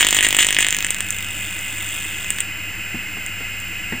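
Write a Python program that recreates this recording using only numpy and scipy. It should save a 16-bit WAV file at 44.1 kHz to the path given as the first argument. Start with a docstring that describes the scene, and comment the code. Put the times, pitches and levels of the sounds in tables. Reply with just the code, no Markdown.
"""Transformer sparking to a probe

A high-voltage transformer on a table in a small room, stereo microphone close in and overloading.
It sparks to a hand-held probe once per mains cycle, now and then flaring into a short arc. As the
probe is drawn away the sparks shrink to a corona sizzle, which stops after a few last snaps. The
driver whines throughout over hum and a ringing hiss, with faint low pips and dull bumps on the table."""
import sys
import numpy as np
from scipy import signal
from scipy.fft import rfft, irfft
from scipy.io import wavfile
from scipy.ndimage import uniform_filter1d

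SR = 44100
rng = np.random.default_rng(int(sys.argv[2]) if len(sys.argv) > 2 else 0)


def put_to_file(sound):
    """Save the sound as 16-bit audio at rate SR, in the file named by the first command-line argument."""
    columns = np.atleast_2d(sound).T  # one column per channel
    safe = np.clip(columns, -1, 1)
    whole_steps = np.round(safe * 32767)
    wavfile.write(sys.argv[1], SR, whole_steps.astype(np.int16))


N = 176400
TIME = np.arange(N) / SR

# room tone: (frequency [Hz], relative level [dB])
ROOM_TONE_SPECTRUM = [(20, -11), (33, 7), (44, 8.5), (60, 2), (85, 6), (130, -0.5), (230, -1.5), (330, -6),
                      (500, -9), (800, -7.5), (1100, -9), (1800, -5), (3000, -12.5), (3800, -13.5),
                      (5800, -15), (7400, -9), (9000, -16.5), (14000, -17), (15000, -26), (15500, -37)]
# resonances of the steady hiss: (centre [Hz], width [Hz], rms level [dB])
HISS_BANDS = [(1385, 112, -48.5), (1542, 96, -45.5), (1717, 105, -43.5), (2072, 180, -35.5),
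              (2520, 194, -35), (2794, 333, -34.5), (2790, 7.9, -44.5), (4996, 240, -55.5)]
# centres of the low pips: (time [s])
PIP_TIMES = [1.07, 1.37, 1.48, 1.57, 1.74, 1.81, 1.88, 1.94, 2.07, 2.15, 2.49, 2.59, 2.685, 2.79, 3.10,
             3.19, 3.29, 3.71, 3.81]
# bumps on the table: (time [s], thud level [dB], scuff level [dB], scuff decay time [s])
TABLE_BUMPS = [(2.944, -25, -29, 0.011), (3.170, -38, -30, 0.0082), (3.405, -57, -29, 0.016),
               (3.923, -23, -25, 0.021)]
# modes of the table top: (frequency [Hz], gain [dB], t60 [s])
TABLE_MODES = [(144, -8, 0.2), (230, 5.5, 0.073), (250.4, -8.5, 0.29), (306, -2.5, 0.071),
               (425, -10, 0.046)]
# scuff of a bump: (frequency [Hz], relative level [dB])
SCUFF_SPECTRUM = [(100, -18), (230, -3.5), (360, -2.5), (550, -13), (800, -9), (1200, -17), (2000, -4.5),
                  (4000, -32), (10000, -42)]
# tones of the hum: (frequency [Hz], rms level [dB])
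HUM_TONES = [(72, -53.5), (100.2, -43), (186.8, -49.5)]
# strength of the corona: (time [s], level [dB])
CORONA_ENVELOPE = [(.9, -32), (1.12, -21), (1.38, -25), (1.65, -26), (1.97, -22.5), (2.15, -26),
                   (2.41, -28), (2.43, -70)]
# corona swarms in each mains cycle: (position [cycles], relative level [dB], sets in at [s])
CORONA_SWARMS = [(.04, 0, .9), (.30, -1, 1.29), (.77, -3, 1.33)]
# corona sizzle: (frequency [Hz], relative level [dB])
CORONA_SPECTRUM = [(300, -18), (2000, -12), (3000, 0), (3600, 0.5), (3950, -18.5), (5500, -18.5),
                   (6800, -3), (7900, 2), (9500, -8), (11500, -18), (12800, -8.5), (14200, -10),
                   (15200, -1), (16000, -15.5)]
# strength of the regular sparks as the gap widens: (time [s], level [dB])
SPARK_ENVELOPE = [(0, 17), (.05, 13.5), (.12, 15), (.22, 11.5), (.31, 12.5), (.37, 11.5), (.55, 9),
                  (.69, 7.5), (.78, 7), (.87, 2), (.94, -12), (.99, 0.5)]
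# single snaps that stand out: (time [s], level [dB], weight of the low crack [dB])
SINGLE_SNAPS = [(0.1473, 18, -7), (0.3878, 18, -3.5), (0.5666, -7, 17.5), (.5872, 17, 0), (0.7471, 9, -6),
                (0.8467, 7.5, 1), (0.9061, 11.5, -9.5), (.9457, 1.5, -4), (1.0063, 7, -6),
                (1.1059, 8.5, -9), (1.1856, -7, -19), (1.8900, -5, -12), (2.2454, -4.5, 0),
                (2.3046, 8.5, -9), (2.386, 1.5, -1.5), (2.4052, 9, -8.5)]
# a spark holds on as a rasping arc: (start [s], length [s], level [dB])
HELD_ARCS = [(0, 0.022, -17), (0.145, 0.04, -24.5), (0.226, 0.033, -19), (0.386, 0.049, -18),
             (0.597, 0.034, -23.5)]
# faint dry ticks: (time [s], level [dB])
DRY_TICKS = [(3.2635, -2.5), (3.6012, -9)]
# low crack of a discharge: (frequency [Hz], relative level [dB])
CRACK_SPECTRUM = [(40, -44), (110, -19), (180, -18.5), (250, -11.5), (400, -18.5), (600, -18), (850, -16),
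                  (1180, -11), (1400, -14), (1850, 3.5), (2300, -1), (2750, 1.5), (3100, 3), (3600, -2.5),
                  (3950, -6.5), (4400, -13), (6000, -17), (16000, -44.5)]
# bright snap of a discharge: (frequency [Hz], relative level [dB])
SNAP_SPECTRUM = [(300, -93), (3000, -14), (5200, -27), (6700, 2), (8000, 4.5), (9200, -1.5), (11000, -26.5),
                 (13500, -13), (15500, -4.5), (17000, -30.5)]
# left microphone port against the right: (frequency [Hz], phase lead [rad])
LEFT_PORT_LEAD = [(1, 0), (500, .04), (1000, .07), (2000, .22), (3200, .42), (4300, .25), (6000, .85),
                  (9500, 1.38), (15000, 2.15)]

MAINS_HZ, FIRST_SPARK_S, LAST_SPARK_S = 50.09, .0079, .995
FIRST_ECHO_S = .00197


def from_db(db):
    """Decibels to gain."""
    return 10 ** (np.asarray(db) / 20)


def unit_rms(x):
    """Scale to unit rms."""
    return x / np.sqrt(np.mean(x ** 2) + 1e-20)


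def curve(rows, at):
    """Interpolate a two-column table."""
    return np.interp(at, *np.transpose(rows))


def colour(x, spectrum, size=4096):
    """Pass x through a minimum-phase filter of unit energy with the given spectrum."""
    hz, db = np.transpose(spectrum)
    grid = np.maximum(np.arange(size // 2 + 1) * SR / size, 1)
    cepstrum = irfft(np.log(from_db(np.interp(np.log(grid), np.log(hz), db))))
    cepstrum[1:size // 2] *= 2
    cepstrum[size // 2 + 1:] = 0
    response = irfft(np.exp(rfft(cepstrum)))
    return signal.fftconvolve(x, response / np.linalg.norm(response))[:N]


def drift(hz):
    """Random wander of unit rms, low-passed at hz."""
    lowpass = signal.butter(2, hz, fs=SR, output="sos")
    return unit_rms(signal.sosfilt(lowpass, rng.standard_normal(N + SR))[SR:])


def ring(x, hz, t60):
    """One damped mode: a unit click sets a sine of height 1 ringing."""
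    radius, angle = from_db(-60 / (t60 * SR)), 2 * np.pi * hz / SR
    return signal.lfilter([0, np.sin(angle)], [1, -2 * radius * np.cos(angle), radius ** 2], x + 1e-18)


def clicks(rows):
    """One click for each row of (time [s], level [dB])."""
    out = np.zeros(N)
    for s, db in rows:
        out[int(np.clip(s * SR, 0, N - 1))] += from_db(db)
    return out


def echo_tail(size, t60):
    """Dense echoes: dying noise that starts when the first one reaches the microphone."""
    t = TIME[:size]
    return rng.standard_normal(size) * from_db(-60 * t / t60) * (t > FIRST_ECHO_S)


def reflections(x):
    """Quick scatter off the table top and its clutter, then the small room; both even in colour."""
    response = 0
    for db, t60 in ((-14, .018), (-8.5, .17)):
        spectrum = rfft(echo_tail(SR // 2, t60))
        smooth_power = uniform_filter1d(np.abs(spectrum) ** 2, 90)
        tail = irfft(spectrum / np.sqrt(smooth_power))[:SR // 4]
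        response = response + from_db(db) * tail / np.linalg.norm(tail)
    return signal.fftconvolve(x, response)[:N]


def room_tone(noise_db=-38):
    """The bed: the room's noise under a steady hiss that rings in narrow resonances."""
    out = from_db(noise_db) * colour(rng.standard_normal(N), ROOM_TONE_SPECTRUM)
    for hz, width, db in HISS_BANDS:
        band = signal.butter(2, [hz - width / 2, hz + width / 2], "band", fs=SR, output="sos")
        out += from_db(db) * unit_rms(signal.sosfilt(band, rng.standard_normal(N)))
    return out


def pips(hz=312, width_s=.018, peak_db=-41.5):
    """Faint short low tones in uneven runs, a little unsteady in pitch."""
    swell = sum(np.exp(-((TIME - s) / width_s) ** 2) for s in PIP_TIMES)
    return from_db(peak_db) * swell * np.sin(2 * np.pi * hz * TIME + .66 * drift(15.4))


def table_bumps():
    """Dull bumps ring the table top near the microphone, each with a brief scuff."""
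    blows = clicks(row[:2] for row in TABLE_BUMPS)
    thuds = sum((-1) ** k * from_db(db) * ring(blows, hz, t60)
                for k, (hz, db, t60) in enumerate(TABLE_MODES))
    rub = sum(from_db(db) * (TIME >= s) * np.exp(-np.abs(TIME - s) / decay_s)
              for s, _, db, decay_s in TABLE_BUMPS)
    return thuds + colour(rub * rng.standard_normal(N), SCUFF_SPECTRUM)


def transformer(whine_hz=7440.35, whine_db=-42, octave_db=-38.5):
    """The driver's switching whine and its octave, both fluttering, over a slowly wavering hum."""
    phase = 2 * np.pi * whine_hz * TIME
    whine = from_db(whine_db) * (1 + .11 * drift(60)) * np.sin(phase)
    octave = from_db(octave_db) * (1 + .17 * drift(70)) * np.sin(2 * phase)
    hum = sum(from_db(db) * (1 + .12 * drift(2)) * np.sin(2 * np.pi * (hz * TIME + rng.random()))
              for hz, db in HUM_TONES)
    return np.sqrt(2) * (whine + octave + hum)  # the levels are rms


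def corona(width_s=.0008, jitter_s=.0004, scatter_db=.8, floor=.13, tick_db=6, send_db=-3):
    """Short swarms of tiny discharges: one swarm in each mains cycle at first, then three."""
    cycles = np.arange(FIRST_SPARK_S, N / SR - 2 / MAINS_HZ, 1 / MAINS_HZ)
    bursts = []
    for position, db, since in CORONA_SWARMS:
        chance = rng.standard_normal((len(cycles), 2))
        bursts += [(s + position / MAINS_HZ + jitter_s * late, db + scatter_db * loud)
                   for s, (late, loud) in zip(cycles, chance) if s > since]
    ticks = clicks(bursts)
    swell = np.exp(-(np.arange(-128, 128) / SR / width_s) ** 2)
    gate = floor + signal.fftconvolve(ticks, swell, "same")
    swarms = from_db(tick_db) * ticks + gate * rng.standard_normal(N)  # one main discharge amid many
    sizzle = colour(swarms * from_db(curve(CORONA_ENVELOPE, TIME)), CORONA_SPECTRUM)
    return sizzle + from_db(send_db) * reflections(sizzle)


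def arcs(clicks_per_s=5600):
    """While a spark holds on as an arc, it rasps with dense random clicks of uneven size."""
    held = sum(from_db(db) * ((TIME >= start) & (TIME < start + length))
               for start, length, db in HELD_ARCS)
    crackle = (rng.random(N) < clicks_per_s / SR) * rng.standard_normal(N)
    return held * unit_rms(crackle)


def breakdowns(jitter_s=.0003, scatter_db=1.0, full_db=19, restrike_s=.00028, size=64):
    """The gap breaks down once per mains cycle and in single snaps; gives bright and low pulses."""
    times = np.arange(FIRST_SPARK_S, LAST_SPARK_S, 1 / MAINS_HZ)
    half_cycle_s = .5 / MAINS_HZ
    loud, late = rng.standard_normal((len(times), 2)).T
    in_arc = sum((times > start + half_cycle_s) & (times < start + length)
                 for start, length, _ in HELD_ARCS)
    levels = curve(SPARK_ENVELOPE, times) + scatter_db * loud + .5 * in_arc
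    crack_weights = .2 * (levels - full_db)  # bigger sparks have more low crack
    # a single snap takes the place of the regular spark nearest to it
    regular = [row for row in zip(times + jitter_s * late, levels, crack_weights)
               if all(abs(row[0] - snap[0]) > half_cycle_s for snap in SINGLE_SNAPS)]
    bright, low = np.zeros(N), np.zeros(N)
    for start, db, crack_db in regular + list(SINGLE_SNAPS):
        decay_s = restrike_s * from_db(.14 * (db - full_db))  # bigger sparks restrike for longer
        burst = .33 * rng.standard_normal(size) * np.exp(-TIME[:size] / decay_s)
        burst[0] = -1  # the main strike, ahead of its tiny restrikes
        burst *= from_db(db) / np.linalg.norm(burst)
        i = int(start * SR)
        bright[i:i + size] += burst
        low[i:i + size] += burst * from_db(crack_db + 1.5)
    return bright, low


def sparks(snap_send_db=-4):
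    """Up close, each discharge is a low crack and a bright snap; two faint dry ticks come later."""
    bright, low = breakdowns()
    rasp = arcs()
    crack = colour(low + rasp, CRACK_SPECTRUM)
    snap = colour(bright + rasp + clicks(DRY_TICKS), SNAP_SPECTRUM)
    return crack + snap + reflections(crack + from_db(snap_send_db) * snap)


def microphone(x, side_db=-28):
    """Two closely spaced ports: the left leads a little, and scattered treble differs between them."""
    hz = np.arange(N // 2 + 1) * SR / N
    half_lead = np.exp(.5j * curve(LEFT_PORT_LEAD, hz))
    pair = np.array([irfft(rfft(x) * half_lead, N), irfft(rfft(x) / half_lead, N)])
    scatter = echo_tail(SR // 8, t60=.08)
    treble = np.diff(x, prepend=0)
    side = from_db(side_db) * signal.fftconvolve(treble, scatter / np.linalg.norm(scatter))[:N]
    return pair + side * [[1], [-1]]


def scene():
    """All sources sit close together, just in front of the microphone."""
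    return microphone(sparks() + corona() + transformer() + room_tone() + table_bumps() + pips())


def record(dry, dc_offset=.012, stopband_hz=16600):
    """The sparks drive the recorder into soft clipping; a steep low-pass cuts the top."""
    x = dry + dc_offset
    clipped = x / (1 + x ** 6) ** (1 / 6)
    return signal.sosfilt(signal.cheby2(16, 60, stopband_hz, fs=SR, output="sos"), clipped)


dry = scene()
out = record(dry)
put_to_file(out)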